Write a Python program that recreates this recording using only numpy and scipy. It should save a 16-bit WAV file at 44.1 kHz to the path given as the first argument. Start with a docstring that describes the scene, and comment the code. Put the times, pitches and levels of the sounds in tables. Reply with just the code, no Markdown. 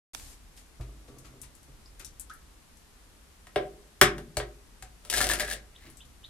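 """A sleeve brushes past and a finger leaves the camera with dry clicks: shaped noise over air rumble and hiss.
An egg knocks its steel pot (ringing modes), stirs the water and drips: noise ticks and rising bubble tones.
It is tapped on a wooden board (force pulses into modes), then rolled under the palm: random grit crunches the shell.
The worktop booms and a small kitchen answers in dying noise. At the end a far bird chirps in hoarse pitch glides
while fingers drag over shell and wood, a last soft low bump is heard and a few wet ticks follow."""
import sys
import numpy as np
from scipy import signal
from scipy.fft import rfft, irfft, next_fast_len
from scipy.io import wavfile
from scipy.ndimage import uniform_filter1d, map_coordinates

SR = 44100
rng = np.random.default_rng(int(sys.argv[2]) if len(sys.argv) > 2 else 0)


def store_pcm(level_fs):
    """Save levels as 16-bit WAV."""
    pcm = np.round(np.clip(level_fs, -1, 1) * 32767).astype(np.int16)
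    wavfile.write(sys.argv[1], SR, np.atleast_2d(pcm).T)


N = 277389
T = np.arange(N) / SR

# main swing of the worktop: mode_hz, t60_s
WORKTOP_SWING = (52, .75)
# decay of the room's answer: freq_hz, t60_s
KITCHEN_DECAY = [(100, 1), (500, 0.3), (2000, 0.24), (6000, 0.18), (14000, 0.098)]


def amp(db):
    """Decibels to linear gain."""
    return 10 ** (np.asarray(db) / 20)


def unit(x):
    """Scaled to rms 1."""
    return x / np.sqrt(np.mean(x ** 2) + 1e-20)


def along(points, hz):
    """Interpolate (Hz, value) points on a log frequency axis."""
    f, v = np.transpose(points)
    return np.interp(np.log(hz + 1), np.log(f + 1), v)


def gains(rows):
    """dB columns as gains per sample, -140 dB outside the table."""
    s, *cols = np.transpose(rows)
    return [amp(np.interp(T, s, c, -140, -140)) for c in cols]


def filtered(x, response):
    """x times a complex response of frequency, padded by 1 s."""
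    m = next_fast_len(x.shape[-1] + SR)
    spectrum = rfft(x, m) * response(np.fft.rfftfreq(m, 1 / SR))
    return irfft(spectrum, m)[..., :x.shape[-1]]


def modes(hz, width_hz, db):
    """Response of causal resonances of alternating sign, each ringing from level db."""
    def response(f):
        total = 0
        for k, (c, w, g) in enumerate(zip(hz, width_hz, db)):
            resonance = SR * c / (c * c - f * f + 1j * f * w) / (2 * np.pi)
            total = total + (-1) ** k * amp(g) * resonance
        return total
    return response


def struck(table):
    """Response of (Hz, dB, t60 s) modes; width follows from decay."""
    hz, db, t60_s = np.transpose(table)
    return modes(hz, np.log(1000) / np.pi / t60_s, db)


def add(track, s, sound):
    """Mix a sound in at s seconds."""
    part = track[..., round(s * SR):round(s * SR) + sound.shape[-1]]
    part += sound[..., :part.shape[-1]]


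def burst(t60_s, attack_s=0.00013):
    """A dying puff of white noise, 0.2 s long."""
    t = np.arange(SR // 5) / SR
    return rng.standard_normal(len(t)) * amp(-60 * t / t60_s) * (1 - np.exp(-t / attack_s))


def grit(rate_hz, spread_db):
    """Random clicks, the sizes more uneven with spread, rms 1."""
    u = rng.random((3, N))
    hits = u[0] < rate_hz / SR
    size = amp(-spread_db * np.log(u[1] + 1e-4))
    return unit(hits * size * np.sign(u[2] - .5))


def wobble(rate_hz):
    """A smooth random curve."""
    return map_coordinates(rng.standard_normal(int(N * rate_hz / SR) + 4), [T * rate_hz])


def sided(pair, balance):
    """Tilt left against right by frequency; gains sum to 2."""
    def response(hz):
        left = 1 / (1 + amp(-along(balance, hz)))
        return 2 * np.array([left, 1 - left])
    return filtered(pair, response)


def paired(pair, alike):
    """Two unrelated signals blended to a left-right likeness."""
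    def response(hz):
        turn = np.arccos(np.clip(along(alike, hz), -1, 1)) / 2
        return np.array([np.cos(turn), np.sin(turn)])
    mid, side = filtered(pair, response)
    return np.array([mid + side, mid - side])


def panned(puff, peak_db, pan_db):
    """Stereo puff; peak_db is the mean of both sides, pan_db is left over right."""
    return amp(peak_db) * puff / np.abs(puff).max() * 2 / (1 + amp([[-pan_db], [pan_db]]))


def rush(spectrum):
    """Stereo noise of rms 1 with a given spectrum."""
    # freq_hz, left_right_likeness
    likeness = [(60, 0.95), (130, 0.3), (300, 0.53), (640, 0.24), (1400, 0.13), (3000, 0.058)]
    # freq_hz, left_over_right_db
    balance = [(60, 0), (180, 0.5), (550, 1), (1650, 0), (4970, 1), (15000, 9)]
    noise = filtered(rng.standard_normal((2, N)), lambda hz: amp(along(spectrum, hz)))
    return unit(sided(paired(noise, likeness), balance))


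def egg_on_board():
    """Blows and the rolling egg push the board and the worktop; the breaking shell adds its crackle."""
    # egg or hand meets board: start_s, thud_db, knock_db, crack_db, boom_db
    taps = [(3.469, -61, -51.5, -49, -62), (3.559, -21.5, -26.5, -39, -41.5),
            (4.013, -24.5, -8.5, -6.5, -31.5), (4.181, -54, -41.5, -43, -77),
            (4.3695, -32, -30.5, -24, -33.5), (4.4, -34, -34, -61, -56), (4.824, -48.5, -48, -38.5, -49.5),
            (5.05, -65, -53, -42.5, -70)]
    # larger pieces snap: start_s, crack_db, jolt_db
    snaps = [(5.0989, -17, -63), (5.1262, -20, -46), (5.137, -16, -40.5), (5.1715, -20, -38),
             (5.2039, -18, -34), (5.2122, -13.5, -39.5), (5.241, -15, -40.5), (5.2975, -25, -38),
             (5.313, -18, -37.5), (5.3342, -16.5, -42.5), (5.3966, -18, -45), (5.4041, -19.5, -41.5),
             (5.4259, -45, -46.5), (5.448, -30, -58), (5.4798, -34, -49), (5.5109, -22, -43.5)]
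    # palm rolls the egg: time_s, push_db
    roll = [(5.02, -69), (5.098, -62), (5.106, -45), (5.182, -34.5), (5.388, -46), (5.412, -38),
            (5.458, -53), (5.524, -43.5), (5.64, -99)]
    # breaking-shell spectrum: freq_hz, relative_db
    shell_spectrum = [(1470, -12), (2500, -0.5), (3420, -0.5), (4460, 0), (6850, -4), (9150, 0),
                      (15100, -15.5), (16200, -24.5)]
    # cracked-egg modes: mode_hz, relative_db, t60_s
    egg_modes = [(1705, 6, 0.012), (2180, -11, 0.041), (3430, -12, 0.012), (5500, -12, 0.014)]
    crackle_db, at_push_db, crackle_db_per_push_db = -34.5, -37.5, 1.1
    crushed_s, settle_db_per_s = 5.53, 401.5  # crackle dies away from here
    press_db, press_lag_s = 2.5, 0.1

    thuds, knocks, jolts, crackle, boom = np.zeros((5, N))
    for s, thud_db, knock_db, crack_db, boom_db in taps:
        chatter = amp(-22) * burst(0.025)  # board rattles on the worktop
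        chatter[0] = 1
        add(thuds, s, amp(thud_db) * np.convolve(chatter, contact(0.22)))
        add(knocks, s, amp(knock_db) * np.convolve(chatter, contact(0.057)))
        snap_and_splinters = burst(0.023) + amp(-16) * burst(0.031)
        add(crackle, s, amp(crack_db) * snap_and_splinters)
        boom[round(s * SR)] += amp(boom_db)
    for s, crack_db, jolt_db in snaps:
        add(crackle, s, amp(crack_db) * burst(0.02, attack_s=0.0017))
        add(jolts, s, amp(jolt_db) * burst(0.024, attack_s=0.00095))

    push, = gains(roll)
    settle_db = settle_db_per_s * np.maximum(T - crushed_s, 0)
    fizz = amp(crackle_db - settle_db) * (push / amp(at_push_db)) ** crackle_db_per_push_db
    cushioned = np.convolve(amp(-24.5) * push * grit(800, spread_db=3.5), contact(0.37))  # soft palm
    thuds += cushioned[:N]
    knocks += amp(-31.5) * push * grit(910, spread_db=1.5)
    jolts += amp(-34.5) * fizz * grit(600, spread_db=4)
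    crackle += fizz * amp(5.0 * wobble(70)) * grit(1800, spread_db=3.5)
    boom += amp(-42) * push * grit(300, spread_db=3)

    # steady pressure keeps the worktop swinging; it builds up and dies slowly
    lagged = filtered(push, lambda f: 1 / (1 + 2j * np.pi * f * press_lag_s))
    press = amp(press_db) * np.abs(lagged)
    hum = press * np.sin(2 * np.pi * WORKTOP_SWING[0] * T + 0.42 * wobble(8))

    shell_gain = amp(along(shell_spectrum, np.linspace(0, SR / 2, num=500)))
    shell = filtered(crackle, lambda f: amp(along(shell_spectrum, f))) / np.sqrt(np.mean(shell_gain ** 2))
    return board(thuds, knocks) + filtered(jolts, struck(egg_modes)) + shell, boom, hum


def contact(ms):
    """The force of one blow: the longer the contact, the duller."""
    t_ms = np.arange(100) / SR * 1000
    push = np.exp(-(t_ms / ms - 2) ** 2)
    return push / push.sum()


def board(thuds, knocks):
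    """Flat thuds bend the whole board; pointed knocks also wake its upper modes."""
    # low modes: mode_hz, flat_thud_db, pointed_knock_db, t60_s
    low_modes = [(140, -34, -28, .1), (245, -23, -21, .06), (345, -9, -14, .05), (408, -6, -11, .11),
                 (500, -9, -13, .04), (596, 1, -11, .08), (745, 2, -9, .11)]
    # upper modes: mode_hz, relative_db
    upper_modes = [(1000, -4), (1285, 1.5), (1600, 2.5), (1900, 1), (2200, -0.5), (2800, -2), (3330, 0),
                   (3700, -4.5), (4200, -15), (4600, -7), (5100, -7.5), (5600, -5)]
    upper_t60_s = .018
    flat = [(hz, db, t60_s) for hz, db, _, t60_s in low_modes]
    pointed = [(hz, db, t60_s) for hz, _, db, t60_s in low_modes]
    pointed += [(hz, db, upper_t60_s) for hz, db in upper_modes]
    return filtered(thuds, struck(flat)) + filtered(knocks, struck(pointed))


def worktop(blows, hum):
    """Blows ring the worktop and the cupboard under it; the pressed hum is added."""
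    # cupboard modes: mode_hz, relative_db, t60_s
    cupboard = [(78, -2, .2), (123, -2, 0.36)]
    hz, t60_s = WORKTOP_SWING
    return hum + filtered(blows, struck([(hz, 0, t60_s)] + cupboard))


def pot():
    """Bumps ring the steel pot's modes; each stirs the water, which laps the wall and settles."""
    # start_s, bump_db, worktop_boom_db
    bumps = [(0.798, -54.5, -34), (1.082, -58, -62), (1.245, -72, -66), (1.678, -68, -67),
             (1.995, -70, -73), (5.846, -62.5, -63)]
    # mode_hz, width_hz, relative_db
    steel_modes = [(125, 65, 11), (133.8, 12.2, 9), (252, 29, 7.5), (330, 46, 9.5), (400, 26, 6.5),
                   (605, 190, 13), (1160, 53, 2), (1355, 60, -4), (2000, 100, -27)]
    knock_db, slosh_db, slosh_t60_s = -20, -1, 0.99  # levels relative to the bump
    force, boom, stir = np.zeros((3, N))
    for s, db, boom_db in bumps:
        add(force, s, amp(db + knock_db) * burst(0.061, attack_s=0.00084))
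        boom[round(s * SR)] += amp(boom_db)
        stir += (T > s) * amp(db + slosh_db - 60 * np.abs(T - s) / slosh_t60_s)
    ring = modes(*np.transpose(steel_modes))
    lapping = unit(filtered(grit(300, spread_db=3.5), ring))
    return filtered(force, ring) + stir * lapping, boom


def ticks():
    """Wet ticks of drops and fingers: panned noise bands; the higher, the shorter and narrower."""
    # start_s, peak_db, centre_hz, pan_db (left over right)
    splats = [(0.5753, -45, 3070, 1), (0.6, -58, 3400, 4), (0.809, -46.5, 2430, 15), (1.08, -51, 2270, 15),
              (1.185, -44.5, 7550, 22), (1.248, -46.5, 1520, 16), (1.4156, -32, 9050, 16),
              (1.431, -46.5, 2300, 7), (1.551, -44.5, 9200, 18), (1.63, -49, 9600, 7),
              (1.9949, -38.5, 9500, 14), (1.997, -41.5, 2020, 23), (2.047, -32, 7600, 14),
              (2.066, -48, 5950, 10), (2.1966, -29.5, 9600, 16.5), (2.209, -40, 9500, -17),
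              (2.297, -44, 4670, 14), (2.336, -41, 9550, 7), (2.7705, -49.5, 9100, 11),
              (5.9, -43.5, 9100, 16), (5.971, -44, 9000, 18), (6.052, -50, 9000, 20.5)]
    t60_cycles, sharp_per_khz = 170, 0.12
    out = np.zeros((2, N))
    for s, db, hz, pan_db in splats:
        def band(f):
            sharp = sharp_per_khz * hz / 1000
            return 1 / (1 + 1j * sharp * (f / hz - hz / (f + 1))) ** 2 / (1 + (f / 13000) ** 12)
        puff = filtered(burst(t60_cycles / hz), band)
        add(out, s, panned(puff, db, pan_db))
    return out


def plops():
    """Each drop entering the water traps a bubble whose pitch rises as it dies."""
    # start_s, peak_db, start_hz, rise_per_s, t60_s
    drops = [(1.246, -58, 1350, .3, .12), (1.247, -60, 1960, .3, .08), (1.8594, -41, 4950, .5, .012),
             (2.0657, -52, 3600, .5, .03), (2.299, -42, 1280, .5, .09), (2.303, -41, 1350, 8, .06),
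             (2.314, -44, 1600, 3, .05)]
    out, t = np.zeros(N), np.arange(SR // 8) / SR
    for s, db, hz, rise, t60_s in drops:
        envelope = amp(db - 60 * t / t60_s) * (1 - np.exp(-t / 0.0003))
        add(out, s, envelope * np.sin(2 * np.pi * hz * (t + rise * t * t)))
    return out


def fingers():
    """Fingers take the egg off the board: skin drags over shell and wood, swells and lets go."""
    # peak_db, rise_db_per_s, fall_db_per_s
    swell = (-55, 150, 330)
    peak_s = 5.868

    def bands(f):
        return sum(g / (1 + 1j * 5 * (f / hz - hz / (f + 1)))
                   for hz, g in [(2000, 2.1), (2900, 0.67), (3800, 0.55)])
    db, rise, fall = swell
    level = amp(db - np.maximum(rise * (peak_s - T), fall * (T - peak_s)))
    return level * unit(filtered(grit(500, spread_db=0.0), bands))


def button():
    """A finger leaves the camera: dry broad clicks on its body."""
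    # start_s, peak_db, pan_db (left over right)
    clicks = [(0.1484, -20.5, -22), (0.197, -38, 2)]
    out = np.zeros((2, N))
    for s, db, pan_db in clicks:
        puff = filtered(burst(0.015), lambda f: 1j * f / (700 + 1j * f) / (1 + 1j * f / 4000))
        add(out, s, panned(puff, db, pan_db))
    return out


def sleeve():
    """Each brush of cloth slides between two levels, then fades."""
    # from_s, to_s, first_db, last_db
    brushes = [(0.124, 0.336, -47, -54), (0.565, 0.6, -56, -57)]
    # freq_hz, relative_db
    cloth = [(300, -4), (1000, -6), (3000, -5), (9000, -0.5), (14000, -10.5), (14600, -60)]
    fall_db_per_s = 352
    level = 0
    for start_s, end_s, first_db, last_db in brushes:
        slide_db = np.interp(T, [start_s, end_s], [first_db, last_db])
        level = level + (T > start_s) * amp(slide_db - fall_db_per_s * np.maximum(T - end_s, 0))
    return level * rush(cloth)


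def bird():
    """Far rising whistles that level off, roughened by a fast random gain."""
    # start_s, end_hz, level_db (before shaping)
    chirps = [(5.735, 3520, -53.5), (5.989, 3450, -48.5), (6.223, 3750, -43)]
    length_s, from_hz = .035, 2200
    out, u = np.zeros(N), np.arange(round(length_s * SR)) / (length_s * SR)
    for s, to_hz, db in chirps:
        pitch_hz = from_hz + (to_hz - from_hz) * np.sin(np.pi / 2 * u)
        envelope = amp(db) * 2 * u * u * np.sin(np.pi * u)
        add(out, s, envelope * np.sin(2 * np.pi * np.cumsum(pitch_hz) / SR))
    return out * (.2 + wobble(900))


def kitchen(x):
    """Each frequency of the room's answer dies at its own speed; the noise tail is drawn anew every 0.2 s."""
    # freq_hz, left_right_likeness
    likeness = [(100, 0.94), (400, 1), (1000, 0.13), (3000, 0.42)]
    split_hz = 2400  # diffuse above
    out, size = np.zeros((2, N)), SR // 5
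    for start in range(0, N, size):
        hz, t, z = signal.stft(rng.standard_normal((2, SR // 2)), SR, nperseg=256)
        decay = amp(-60 * t / along(KITCHEN_DECAY, hz)[:, None])
        tail = signal.istft(z * decay, SR, nperseg=256)[1]
        echo = signal.fftconvolve(x[None, start:start + size], tail / np.linalg.norm(tail[0]), axes=1)
        add(out, start / SR + .002, echo)
    low = lambda f: 1 / (1 + (f / split_hz) ** 6)
    diffuse = filtered(scatter(x), lambda f: np.sqrt(1 - low(f) ** 2))
    return paired(filtered(out, low) + diffuse, likeness)


def scatter(x):
    """The walls scatter: noise follows the sound's smoothed spectrum and dies band by band."""
    hz, t, z = signal.stft(x, SR, nperseg=256, noverlap=192)
    power = uniform_filter1d(np.abs(z) ** 2, size=4, axis=0)
    keep = amp(-120 * t[1] / along(KITCHEN_DECAY, hz))  # power kept per frame
    stored = np.array([signal.lfilter([0, 0, 1 - k], [1, -k], p) for k, p in zip(keep, power)])
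    noise = signal.stft(rng.standard_normal((2, N)), nperseg=256, noverlap=192)[2]
    shaped = noise / np.std(noise) * np.sqrt(np.abs(stored))
    return signal.istft(shaped, nperseg=256, noverlap=192)[1][:, :N]


def steady_air():
    """Slowly varying low room rumble and nearly steady camera hiss, both shaped noise."""
    # time_s, rumble_db
    rumble_level = [(.14, -50), (.7, -58), (1.3, -56), (2.4, -56), (3.3, -60), (4.7, -56.5), (5.8, -57),
                    (6.29, -53.5)]
    # freq_hz, relative_db
    rumble_spectrum = [(7.1, -35.5), (12, -12), (49, 1.5), (62, -2.5), (97, -12), (161, -20.5), (198, -27),
                       (300, -22.5), (390, -61), (660, -120)]
    # freq_hz, relative_db
    hiss_spectrum = [(90, -52.5), (150, -7.5), (220, -8.5), (600, -15.5), (1100, -15.5), (3000, -20),
                     (9500, -22.5), (13500, -27.5), (13800, -69.5), (14500, -120)]
    hiss_db = -59.5
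    rumble = gains(rumble_level)[0] * amp(0.5 * wobble(4.0)) * rush(rumble_spectrum)
    return rumble + amp(hiss_db + 0.067 * wobble(9)) * rush(hiss_spectrum)


def scene():
    """Near sources and their room, the worktop's boom and the steady air."""
    # the right port is shaded in the treble: freq_hz, left_over_right_db
    port_balance = [(60, -7), (110, -1.5), (200, 3), (380, 0), (700, -0.5), (1290, 1), (2380, 3.5),
                    (4400, 1), (8120, 16.5), (15000, 18.5)]
    left_lead_ms = 0.057  # the ports lie apart
    egg, blows, hum = egg_on_board()
    steel, bumps = pot()
    near, wet, far = egg + steel + fingers(), ticks() + plops(), bird()
    room = kitchen(amp(-2) * near + amp(-2) * wet[0] + amp(-2.5) * far)
    ports = filtered(near + room, lambda f: np.exp(1j * np.pi * left_lead_ms / 1000 * f * [[1], [-1]]))
    boom = worktop(blows + bumps, hum)
    return sided(ports, port_balance) + wet + amp(1.5) * far + boom + steady_air() + sleeve() + button()


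def record(dry):
    """Sound opens over 2 ms after a short silence; peaks are rounded off and the top is cut steeply."""
    start_s, ceiling, top_hz = 0.1335, .93, 16200
    started = dry * np.clip((T - start_s) / 0.002, 0, 1)
    rounded = started / (1 + np.abs(started / ceiling) ** 6) ** (1 / 6)
    return filtered(rounded, lambda hz: 1 / (1 + (hz / top_hz) ** 100))


dry = scene()
out = record(dry)
store_pcm(out)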